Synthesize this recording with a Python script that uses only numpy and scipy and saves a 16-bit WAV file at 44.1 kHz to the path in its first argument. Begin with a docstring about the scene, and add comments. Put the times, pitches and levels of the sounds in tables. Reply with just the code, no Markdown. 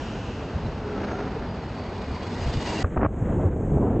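"""Beside a city bike lane, traffic rumbles, a departing rider's tyres hiss and eddies thud on the
microphone. An electric unicycle hums past, its tread tone sinking by the Doppler effect, amid brief
whines and the tick of a stone. An electric skateboard follows, gears whirring, its deck rung by coarse
asphalt. The sound then switches abruptly to a ride among the group: a short clatter of jolts, wheel
rumble and a thin hiss of air under muffled, surging wind."""
import sys
import numpy as np
from scipy import signal
from scipy.fft import rfft, irfft
from scipy.io import wavfile
from scipy.ndimage import uniform_filter1d, minimum_filter1d

SR = 44100
rng = np.random.default_rng(int(sys.argv[2]) if len(sys.argv) > 2 else 0)


def store_wav(level_fs):
    """Save 16-bit WAV to argv[1]."""
    pcm = np.round(np.clip(np.atleast_2d(level_fs), -1, 1) * 32767)
    wavfile.write(sys.argv[1], SR, pcm.T.astype(np.int16))


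N = 176400
T = np.arange(N) / SR


def from_db(db):
    """Amplitude ratio of a level in decibels."""
    return 10 ** (np.asarray(db) / 20)


def rms_one(x):
    """Normalisation to unit power."""
    return x / np.sqrt(np.mean(x ** 2) + 1e-20)


def in_time(rows):
    """Linear interpolation of (seconds, value) rows."""
    return np.interp(T, *np.transpose(rows))


def at_hz(rows, hz):
    """Interpolation of (Hz, value) rows in log frequency."""
    row_hz, value = np.transpose(rows)
    return np.interp(np.log(hz), np.log(row_hz), value)


def lowpass(order, edge_hz):
    """Butterworth low-pass sections."""
    return signal.butter(order, edge_hz, fs=SR, output="sos")


def bump(at_s, half_s):
    """Gaussian envelope of height 1."""
    return np.exp(-((T - at_s) / half_s) ** 2)


def drift(rate_hz):
    """Low-passed random fluctuation of unit power."""
    step = 40   # samples between random values
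    pole = np.exp(-2 * np.pi * rate_hz * step / SR)
    white = rng.standard_normal(N // step + 2002)
    slow = signal.lfilter([1], [1, -2 * pole, pole * pole], white)[2000:]
    return np.interp(np.arange(N) / step, np.arange(len(slow)), rms_one(slow))


def flutter(rate_hz, depth_db):
    """Random amplitude modulation of unit power."""
    return rms_one(from_db(depth_db * drift(rate_hz)))


def evened(x, window_s):
    """Division by the running rms holds a signal at a steady level."""
    power = np.abs(signal.hilbert(np.atleast_2d(x).mean(axis=0))) ** 2
    return x / np.sqrt(uniform_filter1d(power, int(window_s * SR)) / 2 + 1e-9)


def rough_tone(hz, width_hz):
    """Random quadrature modulation spreads a tone into a narrow band."""
    phase = 2 * np.pi * np.cumsum(hz) / SR
    return drift(width_hz) * np.cos(phase) + drift(width_hz) * np.sin(phase)


def passing(nearest_s, span_s, db=0):
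    """Inverse-distance law for a source that travels its nearest distance in span_s."""
    return from_db(db) / np.hypot(1, (T - nearest_s) / span_s)


# Stereo width. Each row: frequency in Hz, side relative to mid in dB.
STEREO_WIDTH = [(1900, -72), (2400, -48.5), (2900, -54), (3200, -4), (5500, -7.5), (7500, -29.5)]

def noise(spectrum, width_db=0):
    """Spectrally shaped noise of unit power, wide only in the treble."""
    hz = np.maximum(np.fft.rfftfreq(N, 1 / SR), 1)
    octaves_outside = np.abs(np.log2(hz / np.clip(hz, spectrum[0][0], spectrum[-1][0])))
    gain = from_db(at_hz(spectrum, hz) - 36 * octaves_outside)
    mid, side = rfft(rng.standard_normal((2, N))) * gain
    side = side * from_db(at_hz(STEREO_WIDTH, hz) + width_db)
    return rms_one(irfft([mid + side, mid - side], N))


# Spectra of the city and of receding tyres. Each row: frequency in Hz, relative density in dB.
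CITY_SPECTRUM = [(22, -12), (45, 2.5), (90, 4), (150, -0.5), (240, 0.5), (320, -5.5), (420, -4),
                 (540, -7.5), (720, -8.5), (970, -11.5), (1120, -14.5), (1500, -18.5), (2200, -25.5),
                 (2750, -30), (3400, -33), (4600, -33.5), (5800, -44.5), (6800, -49.5), (8000, -58),
                 (9200, -70.5)]
DEPARTING_SPECTRUM = [(1500, 1), (2200, -9), (2550, 1.5), (2900, 0.5), (3400, -9), (4400, -14), (5200, -12),
                      (6800, -14.5), (8000, -25.5), (9300, -41)]
# Swell of the city rumble. Each row: time in seconds, gain in dB.
CITY_GAIN = [(0, 1), (.35, .5), (.8, 0), (1.7, 0), (2.8, 1)]

def street():
    """Broadband noise: the city rumbles on while a rider's tyre hiss fades with distance."""
    city_db, departing_db, fade_db_per_s = -32.5, -44, 12.5
    city = from_db(city_db + in_time(CITY_GAIN)) * evened(noise(CITY_SPECTRUM), window_s=0.17)
    city = city * flutter(rate_hz=24, depth_db=0.6)
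    return city + from_db(departing_db - fade_db_per_s * T) * noise(DEPARTING_SPECTRUM)


# Wind eddies. Each row: centre in seconds, half length in seconds, level in dB, upper edge in Hz.
EDDIES = [(0.563, 0.015, -22.5, 129), (0.671, 0.04, -27.5, 106), (1.405, 0.024, -31, 69),
          (1.505, 0.011, -28.5, 170), (2.111, 0.032, -31, 101), (2.424, 0.037, -26.5, 120),
          (2.483, 0.022, -20.5, 72), (2.572, 0.016, -18.5, 105), (2.763, 0.017, -25.5, 260),
          (3.224, 0.011, -23, 140), (3.457, 0.022, -20, 127), (3.744, 0.031, -19, 168),
          (3.823, 0.042, -25.5, 190)]

def eddies():
    """Turbulent pressure: each eddy striking the microphone gives a low thud."""
    thuds = 0
    for at_s, half_s, db, hz in EDDIES:
        spectrum = [(hz / 5, -9), (hz / 2, 0), (hz, 0), (hz * 2, -17), (hz * 10, -55)]
        thuds += from_db(db) * bump(at_s, half_s) * evened(noise(spectrum), window_s=0.03)
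    return thuds


# Rolling noise of one big tyre. Each row: frequency in Hz, relative density in dB.
UNICYCLE_SPECTRUM = [(90, -5), (230, 5.5), (320, 0), (520, -4), (700, -3), (1080, -13), (1350, -9.5),
                     (2000, -18.5), (2900, -24), (3600, -32), (5500, -33.5), (6500, -38), (8500, -57)]
# Swell of the tread hum. Each row: time in seconds, gain in dB.
HUM_GAIN = [(.70, -31), (.86, 1), (1.0, -7), (1.2, -1.5), (1.36, -15.5), (1.55, -18)]

def unicycle():
    """Doppler shift lowers the tread hum; directivity beams the tyre's rush mostly sideways."""
    nearest_s, span_s = 1.11, 0.22
    hum_hz, hum_db, doppler_share = 409.6, -33, 0.0178
    position = (T - nearest_s) / span_s
    tread = rough_tone(hum_hz * (1 - doppler_share * np.tanh(position)), width_hz=6.5)
    hum = from_db(hum_db + in_time(HUM_GAIN)) * evened(tread, window_s=0.17)
    directivity = np.cos(np.arctan(position)) ** 0.87
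    rush = noise(UNICYCLE_SPECTRUM) * flutter(rate_hz=68, depth_db=2.5)
    return hum + directivity * passing(nearest_s, span_s, db=-30) * rush


# Brief whines. Each row: centre in seconds, half length in seconds, pitch in Hz, width in Hz, level in dB.
WHINE_BANDS = [(0.97, .03, 1330, 53, -42.5), (1.14, 0.035, 1370, 36, -45), (1.15, .08, 750, 49, -40),
               (1.145, 0.1, 6470, 29, -63), (1.367, 0.0089, 445, 9.5, -30), (1.833, 0.077, 4600, 64, -60),
               (2.187, 0.034, 978, 25, -40), (2.245, 0.049, 4520, 40, -60), (2.43, 0.075, 4920, 30, -53),
               (2.692, 0.014, 2800, 35, -40.5), (2.733, 0.015, 950, 17, -35), (2.755, 0.031, 4680, 25, -51),
               (2.78, 0.019, 2790, 53, -40.5), (2.788, 0.013, 1890, 27, -45), (2.803, 0.02, 4000, 12, -54)]

def whines():
    """Narrow-band noise: motors, wheels and tyres sing out briefly at a sinking pitch."""
    sag_share_per_s, singing = 0.15, 0
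    for at_s, half_s, hz, width_hz, db in WHINE_BANDS:
        tone = rough_tone(hz * (1 - sag_share_per_s * (T - at_s)), width_hz)
        singing += from_db(db) * bump(at_s, half_s) * evened(tone, window_s=0.052)
    return singing


# Stones spat out by the tyres. Each row: time in seconds, level in dB.
STONE_TICKS = [(1.048, -50), (2.54, -40)]

def stones():
    """Brief impacts have broad spectra: each small stone gives a bright tick."""
    envelope = sum(from_db(db) * bump(at_s, half_s=0.0056) for at_s, db in STONE_TICKS)
    return envelope * noise([(2000, -5), (4500, 9), (7000, -12), (9000, -31)])


BOARD_NEAREST_S, BOARD_SPAN_S = 2.85, 0.25
# Rolling noise of small tyres. Each row: frequency in Hz, relative density in dB.
BOARD_SPECTRUM = [(90, -6), (220, -0.5), (320, -2.5), (420, -3.5), (600, -8), (950, -7), (1250, -17),
                  (2000, -15), (3500, -22.5), (4600, -19), (5700, -25), (7500, -26), (8500, -36.5),
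                  (9600, -55)]

def skateboard_tyres():
    """Spherical spreading sets the level of the roar; its treble falls off faster with distance."""
    nearness = passing(BOARD_NEAREST_S, BOARD_SPAN_S)
    roar = from_db(-30) * nearness * noise(BOARD_SPECTRUM) * flutter(rate_hz=53, depth_db=2)
    low = signal.sosfiltfilt(lowpass(2, 5500), roar)
    return low + (roar - low) * nearness


def board_doppler():
    """Doppler shift: the skateboard's pitch as a share of its pitch on approach."""
    return 1 - 0.015 * (1 + np.tanh((T - BOARD_NEAREST_S) / BOARD_SPAN_S))


# Modes of deck and trucks. Each row: frequency in Hz, bandwidth in Hz, relative level in dB.
DECK_MODES = [(229, 32, -11.5), (430, 81, -2.5), (898, 110, -1.5), (1890, 250, -3.5), (2880, 120, -4),
              (3920, 80, -15.5), (4500, 450, -23), (6480, 340, -10.5)]
# Rough asphalt. Each row: centre in seconds, half length in seconds, rise in dB.
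ROUGH_PATCHES = [(2.424, 0.028, 11.5), (2.545, 0.016, 8), (2.667, 0.013, 7)]

def skateboard_deck():
    """Modal resonance: grit rings deck and trucks, whose pitch sinks in passing and wavers with load."""
    grit_per_s, waver_share = 2300, 0.004
    grit = rng.random(N) < grit_per_s / SR
    ringing = 0
    for hz, width_hz, db in DECK_MODES:
        radius = np.exp(-np.pi * width_hz / SR)
        resonator = [1, -2 * radius * np.cos(2 * np.pi * hz / SR), radius * radius]
        steady = signal.lfilter([1, 0, -1], resonator, grit * rng.standard_normal((2, N)))
        warped_clock = np.cumsum(board_doppler() + waver_share * drift(rate_hz=8))
        mid, side = (np.interp(warped_clock, np.arange(N), ring) for ring in steady)
        side = side * from_db(at_hz(STEREO_WIDTH, hz))
        mode = rms_one(np.array([mid + side, mid - side]))
        ringing += from_db(db) * mode * flutter(rate_hz=20, depth_db=-0.6)
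    ringing = rms_one(signal.sosfilt(lowpass(4, 7000), ringing))
    roughness = from_db(sum(db * bump(at_s, half_s) for at_s, half_s, db in ROUGH_PATCHES))
    return roughness * passing(BOARD_NEAREST_S, span_s=0.15, db=-40.5) * ringing


def skateboard_gears():
    """Harmonic series: the gears whirr on high partials that each waver and flare independently."""
    gear_hz, wander_hz, partials = 489.4, 95, 0
    for harmonic in range(4, 11):
        hz = harmonic * gear_hz * board_doppler() + wander_hz * drift(rate_hz=13)
        partial = np.sin(2 * np.pi * np.cumsum(hz) / SR) / harmonic
        partials += partial * flutter(rate_hz=16, depth_db=5.5)
    return passing(BOARD_NEAREST_S, span_s=0.27, db=-45) * evened(partials, window_s=0.16)


RIDE_WIDTH_DB = -13.5   # the ride has a narrower stereo image
# Wind while riding. Each row: frequency in Hz, relative density in dB.
WIND_SPECTRUM = [(60, -22), (130, -6.5), (210, 3), (380, -0.5), (550, -5.5), (750, -10.5), (1000, -17),
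                 (1500, -31), (2200, -55.5), (3200, -62.5), (4500, -76)]
# Gust strength. Each row: time in seconds, level in dB.
GUST_LEVEL = [(2.84, -44), (2.93, -48), (3.12, -35), (3.19, -35), (3.30, -26), (3.46, -27), (3.51, -31),
              (3.60, -29.5), (3.69, -29), (3.74, -27.5), (3.83, -21.5), (3.90, -23.5), (3.94, -25),
              (4.0, -25)]

def headwind():
    """Turbulent flow noise grows louder and brighter as the wind surges."""
    gust_db = in_time(GUST_LEVEL)
    tilt_db_per_octave = 0.13 * (gust_db - gust_db.max())
    rush = evened(noise(WIND_SPECTRUM, RIDE_WIDTH_DB), window_s=0.039)
    wind = 0
    for octave, edge_hz in enumerate([300, 600, 1200]):
        band = signal.sosfiltfilt(lowpass(2, edge_hz), rush)
        wind += band * from_db(octave * tilt_db_per_octave)
        rush = rush - band
    treble = rush * from_db(2 * tilt_db_per_octave) * flutter(rate_hz=21, depth_db=4)
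    return (wind + treble) * from_db(gust_db) * flutter(rate_hz=68, depth_db=1.5)


# Spectra of rumble and wheels. Each row: frequency in Hz, relative density in dB.
RUMBLE_SPECTRUM = [(20, -10), (40, -3.5), (70, -2), (110, -3.5), (180, -10), (300, -27), (700, -47)]
WHEEL_SPECTRUM = [(150, -1.5), (300, 3.5), (520, -0.5), (900, -13), (1600, -15), (2300, -24), (3200, -33),
                  (4000, -42.5), (4900, -60), (6000, -60.5), (9000, -73)]
# Their envelopes. Each row: time in seconds, level in dB.
RUMBLE_ENVELOPE = [(2.93, -33.5), (3.02, -24), (3.12, -31.5), (3.23, -27.5), (3.46, -22.5), (3.52, -27.5),
                   (3.68, -26.5), (4.0, -25)]
WHEEL_ENVELOPE = [(2.85, -37), (2.95, -37), (3.1, -41.5), (3.28, -35), (3.43, -35.5), (3.53, -41),
                  (3.8, -38.5), (4.0, -36.5)]

def rolling():
    """Rolling noise: a deep rumble lies under the fluttering rush of the wheels."""
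    rumble = from_db(in_time(RUMBLE_ENVELOPE)) * evened(noise(RUMBLE_SPECTRUM), window_s=0.046)
    wheels = from_db(in_time(WHEEL_ENVELOPE)) * noise(WHEEL_SPECTRUM, RIDE_WIDTH_DB)
    return rumble + wheels * flutter(rate_hz=43, depth_db=1.65)


# Hiss of air. Each row: frequency in Hz, relative density in dB.
AIR_SPECTRUM = [(5000, -19.5), (5900, -7), (6600, 1.5), (7600, 1.5), (8300, -4), (9100, -25.5), (9800, -43)]
# Its envelope. Each row: time in seconds, level in dB.
AIR_ENVELOPE = [(2.94, -67.5), (3.06, -76), (3.2, -66), (3.45, -65), (3.50, -72.5), (3.58, -66.5),
                (3.76, -65.5), (4.0, -73.5)]

def air_hiss():
    """Band-limited noise: a thin hiss of air swells and dips."""
    return from_db(in_time(AIR_ENVELOPE)) * noise(AIR_SPECTRUM, RIDE_WIDTH_DB)


# Rattle of the microphone. Each row: frequency in Hz, relative density in dB.
RATTLE_SPECTRUM = [(100, -2.5), (350, 5.5), (570, -5), (850, -2), (1100, -6), (1450, -8.5), (1900, -18),
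                   (2400, -24.5), (3000, -37), (4200, -72)]
# Jolts. Each row: start in seconds, level before filtering in dB, time constant in seconds, edge in Hz.
JOLT_CRACKS = [(2.844, -13, 0.0033, 3500), (2.962, -23, 0.003, 4020), (2.966, -14, 0.0037, 800),
               (2.974, -14.5, 0.0034, 3980), (2.993, -20, 0.011, 810), (3.007, -23, 0.0046, 1990),
               (3.015, -17.5, 0.0028, 4000), (3.022, -15.5, 0.0026, 2000), (3.030, -13, 0.0065, 2980),
               (3.042, -19.5, 0.0037, 3000), (3.048, -16.5, 0.0073, 3420), (3.061, -12.5, 0.0019, 2190)]
# Heavy knocks among them. Each row: start in seconds, initial envelope level in dB.
JOLT_THUMPS = [(2.841, -6.5), (2.976, -11), (3.06, -18.5)]

def jolts():
    """Damped vibration: jolts rattle the microphone, the heavy ones adding a low decaying sinusoid."""
    thump_hz, thump_t60_s = 83.6, 0.062
    rattle = evened(noise(RATTLE_SPECTRUM, RIDE_WIDTH_DB), window_s=0.004)
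    cracks = thumps = 0
    for start_s, db, decay_s, edge_hz in JOLT_CRACKS:
        decay = (T >= start_s) * np.exp(-np.abs(T - start_s) / decay_s)
        envelope = from_db(db) * uniform_filter1d(decay, size=50)
        cracks += signal.sosfilt(lowpass(2, edge_hz), envelope * rattle + 1e-18)
    for start_s, db in JOLT_THUMPS:
        age_s = np.maximum(T - start_s, 0)
        thumps += from_db(db - 60 * age_s / thump_t60_s) * np.sin(2 * np.pi * thump_hz * age_s)
    return cracks + uniform_filter1d(thumps, size=40)


def scene():
    """Superposition: first the kerb, then the ride, with eddies on the microphone in both."""
    switch_s, crossfade_s = 2.829, 0.003
    riding = np.clip((T - switch_s) / crossfade_s + 0.5, 0, 1)
    kerb = street() + unicycle()
    kerb += skateboard_deck() + skateboard_tyres() + skateboard_gears()
    kerb += whines() + stones()
    ride = headwind() + rolling() + air_hiss() + jolts()
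    return (1 - riding) * kerb + riding * ride + eddies()


def record(dry):
    """Peak limiting ducks the gain smoothly around loud peaks; a steep low-pass then cuts the top."""
    ceiling_db, window, stopband_hz = -9.5, int(0.0032 * SR), 10300
    gain = np.minimum(1, from_db(ceiling_db) / (np.abs(dry).max(axis=0) + 1e-9))
    held = minimum_filter1d(gain, 2 * window)
    smooth = uniform_filter1d(uniform_filter1d(held, window), window)
    return signal.sosfilt(signal.cheby2(12, 56, stopband_hz, fs=SR, output="sos"), dry * smooth)


dry = scene()
out = record(dry)
store_wav(out)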